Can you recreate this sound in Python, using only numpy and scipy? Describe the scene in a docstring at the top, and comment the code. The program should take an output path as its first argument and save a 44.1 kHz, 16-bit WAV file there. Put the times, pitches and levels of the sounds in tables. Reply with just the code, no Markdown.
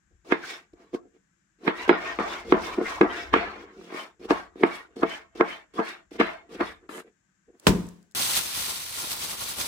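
"""A knife slices a peeled vegetable on a wooden board in a quiet kitchen: the blade bites, knocks on the wood,
bounces and rasps back along the grain. Then a plastic bag of soft curd drops on the board,
and close by two hands spread the bag open. A spaced pair of microphones listens.
Knocks are ringing modes set off by clicks; rasp, rustle and crinkle are random grains, coloured and swelled.
Low shaking, a short kitchen echo and steady room air lie underneath."""
import sys
import numpy as np
from scipy import signal
from scipy.fft import rfft, irfft, next_fast_len
from scipy.io import wavfile

SR = 44100
rng = np.random.default_rng(int(sys.argv[2]) if len(sys.argv) > 2 else 0)


def wav_out(sig):
    """Save sig, one row per channel (or a flat mono array), as 16-bit PCM at SR to the path in sys.argv[1]."""
    wavfile.write(sys.argv[1], SR, np.round(np.clip(np.atleast_2d(sig).T, -1, 1) * 32767).astype(np.int16))


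N = 426447
TIME = np.arange(N) / SR
STEPS = np.arange(0, N / SR + .01, .001)   # coarse clock for levels, in seconds
CUTOFF_HZ = 15900   # top of the sound
SHARP_FROM_HZ, DEEP_BELOW_HZ = 800, 250   # where the board's high modes begin and its lowest end
DROP_S = 7.669   # the bag hits the board

# Ways the board rings: [pitch_hz, level_db, t60_s, left_minus_right_db, left_leads_radians]
BOARD = [(178.6, -16.5, 0.38, 5.5, -0.5), (218, -13.5, 0.2, 6, -1), (311, -12, 0.11, -1, 1.1),
         (356.2, -0.5, 0.076, -2, 0.17), (382, 6.5, 0.027, 0.7, 0.13), (440, -11.5, 0.031, -3.5, -0.6),
         (446.2, -3, 0.1, 7, -0.07), (547, -14.5, 0.018, -12, 6.5), (712, 2, 0.045, -6, 4),
         (920, -3, 0.083, -5.5, -3), (1170, 3, 0.021, 11, -0.7), (1227, -4, 0.015, 4, -1.5),
         (1340, 0, 0.04, -2, 4), (1654, -3, 0.059, -6.5, -2.5), (2060, -4.5, 0.022, -2, -3),
         (2128, 4, 0.017, -2.5, 1), (2520, -9.5, 0.035, -4, 5), (3090, -10.5, 0.015, -3.5, 8),
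         (3680, -16.5, 0.011, 0.5, -1)]
# Level of the board's lowest modes over time: [time_s, level_db]
DEPTH = [(0, -5.5), (1, -10), (1.7, -6.5), (2.2, 6.5), (2.8, -2), (3.3, 1), (3.8, 7.5), (4.3, -3),
         (5.4, -2.5), (6.2, 1.5), (6.6, -1.5), (7.5, 3)]
# Colour of a crack of steel edge on wood: [pitch_hz, relative_level_db]
CRACK = [(700, -30.5), (1500, -5.5), (3500, -2), (5000, -23), (8000, -34.5), (15500, -42)]
# The last fibres give way, the blade lands and grinds on the wood: [time_s, rise_s, fall_s (before its shares),
# rasp_db, keen_rasp_over_rasp_db, board_shudder_db, blade_hiss_db, table_shake_db]
LANDINGS = [(0.318, 0.027, .15, -29.5, -0.5, -27, -46, -61.5),
            (0.945, 0.023, 0.089, -44.5, -30, -40, -46, -67.5),
            (1.677, 0.026, 0.13, -26.5, -1, -21, -49, -67.5),
            (1.894, 0.007, 0.22, -22.5, -2.5, -20, -63, -51),
            (2.196, 0.0073, 0.32, -28.5, -7.5, -27, -51, -52),
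            (2.524, 0.014, 0.21, -23, -12, -23, -51, -45),
            (2.786, 0.032, 0.24, -37, -32.5, -22, -75, -61.5),
            (3.011, 0.0036, 0.24, -22.5, -15, -14.5, -59, -48.5),
            (3.334, 0.0099, 0.31, -26.5, 2, -23, -44.5, -43.5),
            (4.306, 0.028, 0.14, -24, -11, -19.5, -37, -55),
            (4.634, 0.014, 0.13, -27, -3.5, -15.5, -72.5, -60),
            (5.032, 0.02, 0.055, -23.5, -15, -27, -66.5, -59),
            (5.404, 0.013, 0.13, -24, -17, -21, -63, -61), (5.792, 0.027, 0.1, -24.5, -25, -22, -56, -65),
            (6.202, 0.019, 0.19, -29.5, 7.5, -21, -42, -58),
            (6.608, 0.019, 0.088, -21.5, -12.5, -19.5, -47, -54)]
# Hands spread the bag: [time_s, crinkle_db, dull_handling_db]
SPREAD = [(8.149, -27.5, -40), (8.191, -25.5, -38.5), (8.347, -25, -41.5), (8.373, -18.5, -38.5),
          (8.385, -24, -37.5), (8.419, -30.5, -42.5), (8.521, -32.5, -49.5), (8.571, -28.5, -43),
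          (8.657, -30, -44.5), (8.703, -29, -39), (8.741, -33, -46), (8.915, -36.5, -52), (8.999, -30, -42),
          (9.097, -33, -46), (9.121, -28, -40), (9.173, -36.5, -47.5), (9.245, -29.5, -40),
          (9.271, -34.5, -45.5), (9.309, -29.5, -45), (9.341, -35.5, -41), (9.367, -38.5, -50),
          (9.423, -29.5, -38), (9.447, -34, -45), (9.495, -30, -43.5), (9.557, -37.5, -48),
          (9.605, -27, -36), (9.639, -33, -40), (9.67, -29.5, -45)]


def from_db(db):
    """Decibels to gain."""
    return 10 ** (np.asarray(db) / 20)


def rms_one(x):
    """Scale to an rms of 1, over all channels together."""
    return x / np.sqrt(np.mean(x ** 2) + 1e-20)


def gains(rows):
    """Turn level columns into gains over time, practically silent outside the table."""
    s, *columns = np.transpose(rows)
    return [from_db(np.interp(TIME, s, c, left=-150, right=-150)) for c in columns]


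def at_hz(points, hz):
    """Read a table at any pitch, along a log-frequency axis."""
    table_hz, values = np.array(points)[:, 0], np.array(points)[:, 1]
    return np.interp(np.log(hz), np.log(table_hz), values)


def swell(start, hold, rise, fall, bend=1):
    """Level in dB below full: rise up to the start, hold, fall; each time spans 30 dB if bend is 1."""
    early = np.maximum(start - STEPS, 0) / rise
    late = np.maximum(STEPS - start - hold, 0) / fall
    return -30 * (early + late) ** bend


def summed(levels_db):
    """Add levels as powers and return the gain at every sample."""
    return np.interp(TIME, STEPS, np.sqrt(np.sum(from_db(levels_db) ** 2, axis=0)))


def band(x, low_hz, high_hz):
    """Steep band-pass."""
    return signal.sosfilt(signal.butter(4, [low_hz, high_hz], "band", fs=SR, output="sos"), x)


def read_at(x, samples):
    """Read between samples."""
    return np.interp(samples, np.arange(N), x)


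def ring(clicks, hz, t60):
    """A unit click sets a fading sine of starting height 1 ringing."""
    r, w = 1000 ** (-1 / (t60 * SR)), 2 * np.pi * hz / SR
    return signal.lfilter([0, np.sin(w)], [1, -2 * r * np.cos(w), r * r], clicks + 1e-18)


def drift(rate):
    """Slow random wandering of spread 1, made at every 40th sample; rate in Hz."""
    r = np.exp(-80 * np.pi * rate / SR)
    slow = signal.lfilter([1], [1, -2 * r, r * r], rng.standard_normal(N // 40 + 2002))[2000:]
    return np.interp(np.arange(N) / 40, np.arange(len(slow)), rms_one(slow))


def grains(per_s, spread_db, clump_db, smooth):
    """Two draws of random clicks of uneven size that come in clumps, over a share of smooth noise."""
    sizes = from_db(spread_db * np.minimum(rng.exponential(1, (2, N)), 5)) * rng.choice([-1, 1], (2, N))
    clumps = from_db(np.clip(clump_db, 0, 2.5) * drift(35))
    clicks = sizes * (rng.random((2, N)) < per_s / SR) * clumps
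    return rms_one(clicks) + smooth * rng.standard_normal((2, N))


def coloured(pair, spectrum):
    """Shape two draws by a spectrum; bass is alike at both microphones, treble is not; rms 1."""
    # Likeness of left and right, held between 0 and 1 below: [pitch_hz, likeness (no unit)]
    likeness = [(60, 1), (180, 0.73), (550, 0.17), (1650, -1.3), (4970, -0.13), (15000, -0.13)]
    size = next_fast_len(N)
    hz = np.maximum(np.arange(size // 2 + 1) * SR / size, 1)
    alike = np.clip(at_hz(likeness, hz), 0, 1)
    mid, side = rfft(pair, size) * from_db(at_hz(spectrum, hz))
    both = np.sqrt(1 + alike) * mid + np.sqrt(1 - alike) * side * [[1], [-1]]
    return rms_one(irfft(both, size)[:, :N])


def patchy(x, low_hz, depth_db, rate):
    """Nine bands, each a third of an octave wide, from low_hz up swell and fade in their own time."""
    edges = low_hz * 2 ** np.arange(0, 3.1, 1 / 3)
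    out = x
    for low, high in zip(edges, edges[1:]):
        part = signal.sosfilt(signal.butter(1, [low, high], "band", fs=SR, output="sos"), x)
        out = out + (from_db(depth_db * drift(rate)[-x.shape[1]:]) - 1) * part
    return rms_one(out)


def blows():
    """Each blow rings the board; sharp ones wake the high modes more, and the steel edge adds a crack."""
    # Blows on the board: [time_s, relative_peak_db, sharpness_db, left_minus_right_db]
    blow_rows = [(0.322, -8.5, -1.5, -7), (0.339, -31.5, -1.5, 1.5), (0.736, -42.5, -22, -9),
                 (0.932, -32, -17, 3), (0.938, -23.5, -22, 6), (0.946, -18, -21, 10.5),
                 (1.054, -45.5, -27, 1.5), (1.069, -54, -22, 0), (1.133, -65, -27, 0),
                 (1.148, -54, -25, -2), (1.164, -51, -14, -5), (1.678, -7.5, -5.5, -8),
                 (1.893, -4.5, -1, -7), (1.91, -10.5, -19, -2.5), (2.188, -19, -1, 11),
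                 (2.523, -3, -4.5, -3.5), (2.542, -11.5, -11.5, 5), (2.785, -16, -16.5, 3.5),
                 (2.812, -15.5, -16, 0), (3.012, -5.5, 0, 6), (3.031, -12, -16, -2.5), (3.339, -11, 7, -3),
                 (3.361, -13, -25, -4), (3.796, -39.5, -17.5, -3), (3.812, -38.5, -8, 0),
                 (3.874, -42, -22, 4.5), (3.903, -38, -6, 1), (3.924, -31, -15, 3), (3.944, -27.5, -8, 2),
                 (4.213, -37.5, -28, 10), (4.307, -7.5, -1, 6), (4.557, -34.5, -16, 2),
                 (4.635, -4.5, -2.5, -2), (4.653, -25.5, -10, 6), (4.966, -28, -19, -6),
                 (5.032, -9, -4.5, -1.5), (5.05, -22.5, -22, -12), (5.355, -38, -26, 4),
                 (5.409, -6.5, -1.5, 0.5), (5.422, -26, -48, 5), (5.737, -46, -10, -10),
                 (5.791, -13.5, -16.5, 3), (5.8, -17, -6, 1), (6.116, -35, -30, -1.5),
                 (6.198, -19.5, -5, 12), (6.211, -10, 0, 8), (6.61, -12.5, -11.5, 1), (6.892, -35.5, 3, 8),
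                 (6.98, -34.5, -5.5, -12), (7.486, -49, -29.5, 7.5)]
    s, peak_db, sharp_db, pan_db = np.transpose(blow_rows)
    at, out = np.round(s * SR).astype(int), np.zeros((2, N))
    sides = from_db(np.outer([.5, -.5], pan_db))
    luck = rng.standard_normal((len(at), len(BOARD), 3))
    depth = gains(DEPTH)[0][at]
    soft = np.exp(-1 / (0.00045 * SR))   # the flesh cushions the low push, which builds up later
    for k, (hz, level_db, t60, lean_db, lead) in enumerate(BOARD):
        high = hz > SHARP_FROM_HZ
        # each blow wakes the high modes in its own measure, by 2.5 dB or so
        strength = from_db(peak_db + level_db + high * (sharp_db - 1.0) + 2.5 * high * luck[:, k, 0])
        if hz < DEEP_BELOW_HZ:
            strength = strength * depth
        turn = lead + hz / 1800 * luck[:, k, 1]   # radians; each mode radiates its own way
        shift = np.round(turn * SR / (4 * np.pi * hz)).astype(int)   # half the lead, for either side
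        lean = from_db(lean_db * np.array([.5, -.5]))
        clicks = np.zeros((2, N))
        heights = 0.41 * strength * lean[:, None] * (sides if high else 1)
        clicks[0, at - shift], clicks[1, at + shift] = heights
        if not high:
            clicks = signal.lfilter([2.09 * (1 - soft) ** 2], [1, -2 * soft, soft ** 2], clicks)
        out += ring(clicks, hz, t60)
    cracks = np.zeros((2, N))
    cracks[:, at] = from_db(peak_db + sharp_db - 21.5) * sides
    fade = np.exp(-1 / (0.0032 * SR))   # the crack lasts a few milliseconds
    bright = coloured(rng.standard_normal((2, N)), CRACK)
    # keep the knocks lean below 245 Hz
    return band(out, 245, 6600) + signal.lfilter([1], [1, -fade], cracks) * bright


def strokes():
    """Flesh tearing under the blade shakes the low modes; the edge dragging on the grain rasps and hisses."""
    # Blade and board under friction: [pitch_hz, damping_per_s (higher rings shorter), level_db]
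    resonances = [(674, 31, 4), (1104, 140, 3.5), (1480, 14, -16.5), (1865, 45, 2.5), (2198, 22, 1.5),
                  (2310, 54, -16), (2900, 74, -24.5), (3310, 62, -9.5), (3640, 180, -10),
                  (4500, 140, -20.5), (5200, 220, -15), (6000, 44, -21.5)]
    # Colour of the rasp under these resonances: [pitch_hz, relative_level_db]
    rasp_bed = [(350, -23), (600, -5.5), (1000, -4), (1500, -5), (2200, -3), (2900, -11), (3600, -17.5),
                (5000, -36.5)]
    # Colour of the blade's hiss: [pitch_hz, relative_level_db]
    hiss_colour = [(1800, -33), (2600, -10), (4200, -12), (5400, -11), (7200, -18), (9000, -20.5),
                   (12000, -29), (15500, -29.5)]
    # Hiss above 6 kHz against the rest of it: [time_s, level_db]
    treble = [(0, -1.5), (.5, -1.5), (1.7, 1), (2.1, -4.5), (2.7, 0.5), (3.2, -3.5), (3.6, -6.5), (4, 1.5),
              (4.35, -0.5), (4.75, 3), (5.15, -1), (5.5, 0.5), (5.9, 1), (6.3, 0.5), (6.7, 2.5), (6.95, 12),
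              (7.6, -6)]
    rasp_gain, keen_gain, shudder_gain, hiss_gain = contact()

    tears = grains(400, spread_db=2.0, clump_db=0.0, smooth=0.13)
    tears = tears[0] + 0.14 * tears[1] * [[1], [-1]]
    depth, low = gains(DEPTH)[0], 0
    for hz, db, t60, *_ in BOARD:
        if hz < SHARP_FROM_HZ:
            low = low + from_db(db) * (depth if hz < DEEP_BELOW_HZ else 1) * ring(tears, hz, 1.1 * t60)

    drag = grains(1500, spread_db=1.5, clump_db=0.7, smooth=0.47)
    # the contact point travels along the blade, so each resonance sings out for a moment and glides
    singing = 0
    for hz, damping, db in resonances:
        moment = from_db(db + 4.0 * drift(7.3))
        # friction damps every resonance, so none goes below 50 per second
        singing = singing + moment * rms_one(ring(drag, hz, 7.5 / max(damping, 50)))
    glide = np.arange(N) + np.cumsum(.03 * drift(4.0))
    singing = rms_one(np.array([read_at(ear, glide) for ear in singing]))
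    singing = rms_one(singing + .9 * streaks(drag))

    drag = patchy(coloured(drag, rasp_bed), 508, depth_db=2.0, rate=24) + 1.2 * singing
    dull, keen = band(drag, 410, 1500), band(drag, 1500, 4500)
    fine = coloured(grains(6500, spread_db=-3.0, clump_db=4.0, smooth=0.86), hiss_colour)
    fine = patchy(fine + 1.8 * band(singing, 2100, 4900), 1800, depth_db=1.5, rate=36)
    fine = fine + (gains(treble)[0] - 1) * band(fine, 6000, CUTOFF_HZ)
    shaken = shudder_gain * rms_one(band(low, 200, 610))
    return shaken + rasp_gain * rms_one(dull) + keen_gain * rms_one(keen) + hiss_gain * fine


def contact():
    """Bites, landings and slides set the gains of dull rasp, keen rasp, shudder and hiss."""
    # The blade bites into the flesh and presses down: [start_s, length_s, swell_db, rasp_db,
    # keen_rasp_over_rasp_db, board_shudder_db, blade_hiss_db]
    bites = [(0.248, 0.061, 14, -49, -18, -42, -50), (1.587, 0.076, 30, -48.5, -5, -34.5, -49),
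             (1.879, 0.014, -3, -39.5, -1, -32, -49), (2.449, 0.064, 13.5, -46.5, -3, -32, -45),
             (4.196, 0.058, 15.5, -50.5, -2.5, -38.5, -52), (4.558, 0.057, 18.5, -51, -4, -33.5, -51.5),
             (4.961, 0.054, 2.5, -54, -12, -39, -53.5), (5.353, 0.059, 3, -51, -5, -41, -51),
             (5.739, 0.054, 6, -51.5, -3, -39, -49.5), (6.11, 0.055, 8.5, -53, -1, -43, -52.5),
             (6.493, 0.063, 15, -49, -0.5, -35, -48.5), (6.892, 0.11, 4.5, -44.5, -2, -40.5, -49)]
    # Blade or vegetable slides over the board: [fastest_at_s, rise_s, fall_s (both before the shares below),
    # rasp_db, keen_rasp_over_rasp_db, board_shudder_db, blade_hiss_db]
    slides = [(.114, 0.013, 0.08, -90, -4, -65, -97), (.5, 0.2, 0.19, -45.5, 5.5, -49, -43),
              (.735, 0.0058, 0.022, -75, -6.5, -48.5, -64), (.814, 0.11, 0.22, -63, -4, -58, -69),
              (1.062, 0.026, 0.036, -83, -13, -54, -90), (1.16, 0.05, 0.053, -78, 6, -64, -78),
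              (1.812, 0.16, 0.15, -39.5, 1.5, -47, -46), (2.09, 0.3, 0.19, -37.5, 1.5, -44, -46.5),
              (2.33, 0.3, 0.22, -37, -3.5, -44, -43), (2.671, 0.24, 0.27, -40, -2.5, -41, -43),
              (2.899, 0.19, 0.28, -38, -3, -45, -42.5), (3.18, 0.25, 0.26, -41, 3, -42.5, -46),
              (3.44, 0.21, 0.43, -43, -2, -43, -57), (3.63, 0.11, 0.06, -65, 0, -42.5, -57),
              (3.836, 0.26, 0.38, -71, 5.5, -49, -58), (3.988, 0.18, 0.17, -39.5, -1, -49, -43.5),
              (4.36, 0.08, 0.18, -37.5, -7, -60, -48.5), (4.754, 0.24, 0.16, -42, -0.5, -53, -47),
              (4.93, 0.12, 0.082, -71.5, -1, -60, -86), (5.126, 0.19, 0.18, -41.5, 2.5, -52.5, -46.5),
              (5.519, 0.21, 0.17, -43.5, 3.5, -64, -49.5), (5.89, 0.19, 0.17, -43.5, 4, -51, -46.5),
              (6.269, 0.071, 0.22, -39.5, -0.5, -53, -52), (6.46, 0.051, 0.085, -74, -2, -58.5, -87),
              (6.676, 0.23, 0.15, -44.5, 2, -53, -50), (6.85, 0.099, 0.066, -66, -5, -56.5, -86),
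              (7.077, 0.098, 0.064, -71, 4, -51.5, -77), (7.495, 0.028, 0.041, -76, -12, -50, -92),
              (7.545, .03, 0.067, -70.5, -9, -56.5, -96.5)]
    # Share of the fall after a landing: one value (no unit) each for dull rasp, keen rasp, shudder, hiss
    landing_fall = [1.0, 0.74, 0.4, .5]
    # Share of a slide's rise and fall: one value (no unit) each for the same four layers
    slide_width = [0.92, 0.82, 0.93, 0.75]
    roundness = 1.58   # 1 is a pointed swell, 2 a round one

    def level(k, rasp, keen, shudder, hiss):
        """Pick the level of layer k; keen rasp is given relative to rasp."""
        return [rasp, rasp + keen, shudder, hiss][k]

    result = []
    for k in range(4):
        layer = []
        for s, length, swell_db, *db in bites:
            grow = swell_db * (np.clip((STEPS - s) / length, 0, 1) - 1)
            layer.append(level(k, *db) + grow + swell(s, length, 0.005, 0.042))
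        for s, rise, fall, *db, _ in LANDINGS:   # full pressure for 3.3 ms
            layer.append(level(k, *db) + swell(s, 0.0033, rise, fall * landing_fall[k]))
        for s, rise, fall, *db in slides:
            width = slide_width[k]
            layer.append(level(k, *db) + swell(s, 0, rise * width, fall * width, roundness))
        result.append(summed(layer))
    return result


def streaks(drag):
    """Many thin modes of the blade, each waking for a moment as the edge drags; strongest near 1.5 kHz."""
    out = 0
    for hz in np.geomspace(850, 5800, 23) * rng.uniform(.97, 1.03, 23):
        moment = from_db(5.5 * drift(7) - 6.0 * abs(np.log2(hz / 1500)))
        out = out + moment * rms_one(ring(drag, hz, .065))
    return rms_one(out)


def squeaks():
    """The wet blade sings: friction noise gathers in one narrow resonance, partly alike at both microphones."""
    # Moments of singing: [start_s, length_s, pitch_hz, level_db]
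    songs = [(0.438, 0.011, 1570, -37.5), (.49, 0.074, 5300, -54), (.51, 0.058, 3500, -53),
             (2.048, 0.027, 2450, -39), (2.207, 0.017, 1170, -31), (2.302, 0.036, 3540, -45),
             (2.323, 0.013, 2870, -43), (2.368, 0.04, 2210, -44), (2.642, 0.052, 3550, -48),
             (2.673, 0.075, 1040, -38), (2.733, 0.0091, 2370, -41), (2.859, 0.023, 2100, -32),
             (2.968, 0.02, 1040, -38), (3.103, 0.015, 3100, -46), (3.163, 0.049, 3570, -48),
             (3.202, 0.045, 5100, -53.5), (5.484, 0.024, 2200, -39.5), (5.868, 0.048, 2170, -47)]
    edge_s, ring_s = 0.025, 3.6 / 260
    out, noise = np.zeros((2, N)), rng.standard_normal((2, N))
    noise = noise[0] + 0.47 * noise[1] * [[1], [-1]]
    for s, length, hz, db in songs:
        near = slice(round((s - .1) * SR), round((s + .2) * SR))
        gain = summed([db + swell(s, length, edge_s, edge_s, 1.1)])
        out[:, near] += gain[near] * rms_one(ring(noise[:, near], hz, ring_s))
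    return out


def drop():
    """A soft heavy load thumps board and table and slumps on, its film slaps and then settles."""
    # Board and table under a soft load: [pitch_hz, level_db, t60_s]
    table_modes = [(48, -26, 0.39), (70, -6.5, 0.076), (95, -7.5, 0.075), (110.6, -10.5, 0.25),
                   (175.4, -7.5, 0.49), (199, 10.5, 0.045), (211.3, -13.5, 0.52), (225, -18, 0.47),
                   (256, -1.5, 0.14), (299, -8.5, 0.2), (325, -9, 0.089), (350, -5, 0.17), (367, -12, 0.36),
                   (400, -8.5, 0.25), (408, -13, 0.16), (414, -14, 0.14), (517, -32, 0.23),
                   (700, -28, 0.46), (915, -12, 0.17), (1004, -6.5, 0.059)]
    # Colour of the settling film: [pitch_hz, relative_level_db]
    settle_tone = [(60, -40.5), (300, 2.5), (500, -1), (900, -7.5), (3500, -15), (8700, -18.5),
                   (12000, -27), (15500, -24.5)]
    push = np.zeros(N)
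    push[round(DROP_S * SR)] = 1
    slump = signal.lfilter([1], [1, -np.exp(-1 / (.06 * SR))], push) * rng.standard_normal((2, N))
    slump = slump[0] + 0.22 * slump[1] * [[1], [-1]]
    top = from_db(-11) * np.roll(push, round(0.015 * SR))   # the top of the load comes down after the bottom
    load = push + top + .028 * slump   # a small share keeps shifting
    thump = 0
    for hz, db, t60 in table_modes:
        side_db = np.interp(hz, [60, 170], [6.5, .8]) * np.array([[1], [-1]])   # lowest modes lean left
        tone = ring(load, hz, t60)
        if hz < 185:   # the table top answers 13 ms later than the board
            tone = np.roll(tone, round(0.013 * SR), axis=1)
        else:
            tone = band(tone, 140, 2800)
        thump = thump + from_db(-17.5 + db + side_db) * tone
    film = coloured(grains(5500, spread_db=-1.0, clump_db=-5.0, smooth=1.0), settle_tone)
    slap = from_db(-4) * signal.lfilter([1], [1, -np.exp(-1 / (0.0013 * SR))], push)
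    slap = slap * coloured(rng.standard_normal((2, N)), CRACK)
    return band(thump, 42, 2500) * (TIME < SPREAD[0][0]) + slap + settling(film)


def settling(film):
    """A faint rustle swells just before the thump; the film bursts, settles and ticks until hands take over."""
    # Burst and slow settling after the drop: [fall_s, level_db]
    falls = [(0.056, -10.5), (.27, -29.5)]
    # Folds snap: [time_s, relative_peak_db]
    ticks = [(7.598, -42), (7.867, -45), (7.888, -41.5), (8.0276, -54.5), (8.112, -53.5), (8.1204, -53)]
    parts = [db + swell(DROP_S, 0, 0.0021, fall) for fall, db in falls]
    parts += [-46.5 + swell(DROP_S, 0, 0.1, .01)]   # rises into the thump
    tick_levels = [db + swell(s, 0.0012, .001, 0.0075) for s, db in ticks]
    bright = rms_one(band(film, 4100, CUTOFF_HZ))
    return (summed(parts) * film + summed(tick_levels) * bright / 2) * (TIME < SPREAD[0][0])


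def spread():
    """Thin film buckles in thousands of tiny snaps, heard first at the left; the hands add a dull rub."""
    # Colour of the crinkling film: [pitch_hz, relative_level_db]
    crinkle_colour = [(400, -39), (700, -14), (2200, -7), (3800, -3.5), (7200, -5.5), (8800, -1),
                      (12000, -1.5), (15500, -2.5)]
    # Colour of the rubbing hands: [pitch_hz, relative_level_db]
    handling_colour = [(41, -41), (70, -7), (501, -8), (787, -7), (1100, -2.5), (1310, -12), (1400, -1),
                       (1820, -68), (3080, -120)]
    # Stiff folds snap open: [time_s, level_db]
    stiff_folds = [(8.3684, -22), (8.39, -23), (8.558, -30), (8.607, -29), (8.692, -36), (8.999, -37),
                   (9.1162, -30), (9.5843, -28)]
    crinkle, handling = gains(SPREAD)
    snaps = coloured(grains(3500, spread_db=2.5, clump_db=1.0, smooth=0.48), crinkle_colour)
    start = round(SPREAD[0][0] * SR)
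    snaps[:, start:] = patchy(snaps[:, start:], 1150, depth_db=1.5, rate=29)
    # the bag lies nearer the left microphone:
    # the right side follows about half a millisecond later, wavering slightly
    late = np.round(SR * (.00048 + .000008 * drift(1.3))).astype(int)
    near = np.array([snaps[0], snaps[0][np.arange(N) - np.maximum(late, 0)]])
    # snaps from all over the bag: the left reads them a second apart, so the sides are unlike
    dull = signal.sosfilt(signal.butter(2, 7000, fs=SR, output="sos"), snaps[1])
    around = np.array([np.roll(dull, SR), dull])
    snaps = rms_one(near * from_db([[.4], [-.4]]) + 2.42 * around)
    rub = coloured(grains(1500, spread_db=1.0, clump_db=2.0, smooth=0.5), handling_colour)
    folds = summed([db + swell(s, 0.0012, .001, 0.005) for s, db in stiff_folds])
    return np.hypot(crinkle, folds) * snaps + handling * rub


def rumble():
    """Lumpy low noise shakes the table with landings, drop and hands, stronger at the left microphone."""
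    # A hand leans on the table: [time_s, level_db]
    nudges = [(.03, -69), (.065, -70), (.155, -54), (.74, -61), (3.799, -62), (6.95, -67), (7.5, -70)]
    low = band(rng.standard_normal((2, N)), 38, 90)
    shakes = [row[-1] + swell(row[0], 0, 0.25, 0.45) for row in LANDINGS]
    shakes += [-49 + swell(DROP_S, 0.035, 0.025, 0.1)]
    shakes += [-88 + 0 * STEPS]   # the table at rest
    shakes += [db + swell(s, 0, 0.081, .08) for s, db in nudges]
    gain = summed(shakes) + from_db(-15.5) * gains(SPREAD)[1]
    return gain * rms_one(low[0] * from_db([[3.0], [-5.0]]) + 0.47 * low[1] * [[0], [1]])


def kitchen(x):
    """Echo between the walls: eight feedback delays a side, duller on every round."""
    t60_s, wall_cut_hz = .38, 4200   # the bass rings for t60_s, the treble shorter
    size = next_fast_len(N + SR)
    w = 2 * np.pi * np.arange(size // 2 + 1) / size
    dull = 1 / (1 + 1j * w * SR / (2 * np.pi * wall_cut_hz))
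    answer = np.zeros((2, len(w)), complex)
    for k, lag in enumerate(rng.uniform(.009, .03, 16) * SR):
        loop = 1000 ** (-lag / SR / t60_s) * dull * np.exp(-1j * w * lag)
        answer[k % 2] += (-1) ** (k // 2) * loop / (1 - loop)   # all rounds of this echo at once
    return irfft(rfft(x, size) * answer, size)[:, :N]


def air():
    """The steady hush of the room is coloured noise, brighter at the left microphone."""
    # Colour of the hush: [pitch_hz, relative_level_db]
    hush = [(18, -45.5), (30, -19), (59, -10.5), (113, -7), (200, 3), (234, -10.5), (346, -7), (404, -21.5),
            (859, -21), (1410, -15), (1560, -7), (1970, -15), (4420, -30.5), (7430, -16), (8690, -34.5),
            (10200, -36), (15000, -46.5), (22000, -120)]
    # Its lean to the left: [pitch_hz, left_minus_right_db]
    air_lean = [(400, 1), (1200, 10), (2500, 4.5), (4500, 11), (8000, 10), (12000, 1.4)]
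    hz = np.maximum(np.arange(N // 2 + 1) * SR / N, 1)
    lean = from_db(at_hz(air_lean, hz) * np.array([[.5], [-.5]]))
    noise = coloured(rng.standard_normal((2, N)), hush)
    return from_db(-72) * irfft(rfft(noise) * lean, N)


def scene():
    """Knife and bag in the kitchen air; only blows and drop feed the echo."""
    knocks = blows() + drop()
    echo = from_db(-26.5) * kitchen(band(knocks, 130, 9000))
    return knocks + echo + strokes() + squeaks() + spread() + rumble() + air()


def record(dry):
    """Peaks are rounded, the top is cut."""
    rounded = 1.1 * np.tanh(dry / 1.1)
    return signal.sosfilt(signal.ellip(10, .5, 80, CUTOFF_HZ, fs=SR, output="sos"), rounded)


dry = scene()
out = record(dry)
wav_out(out)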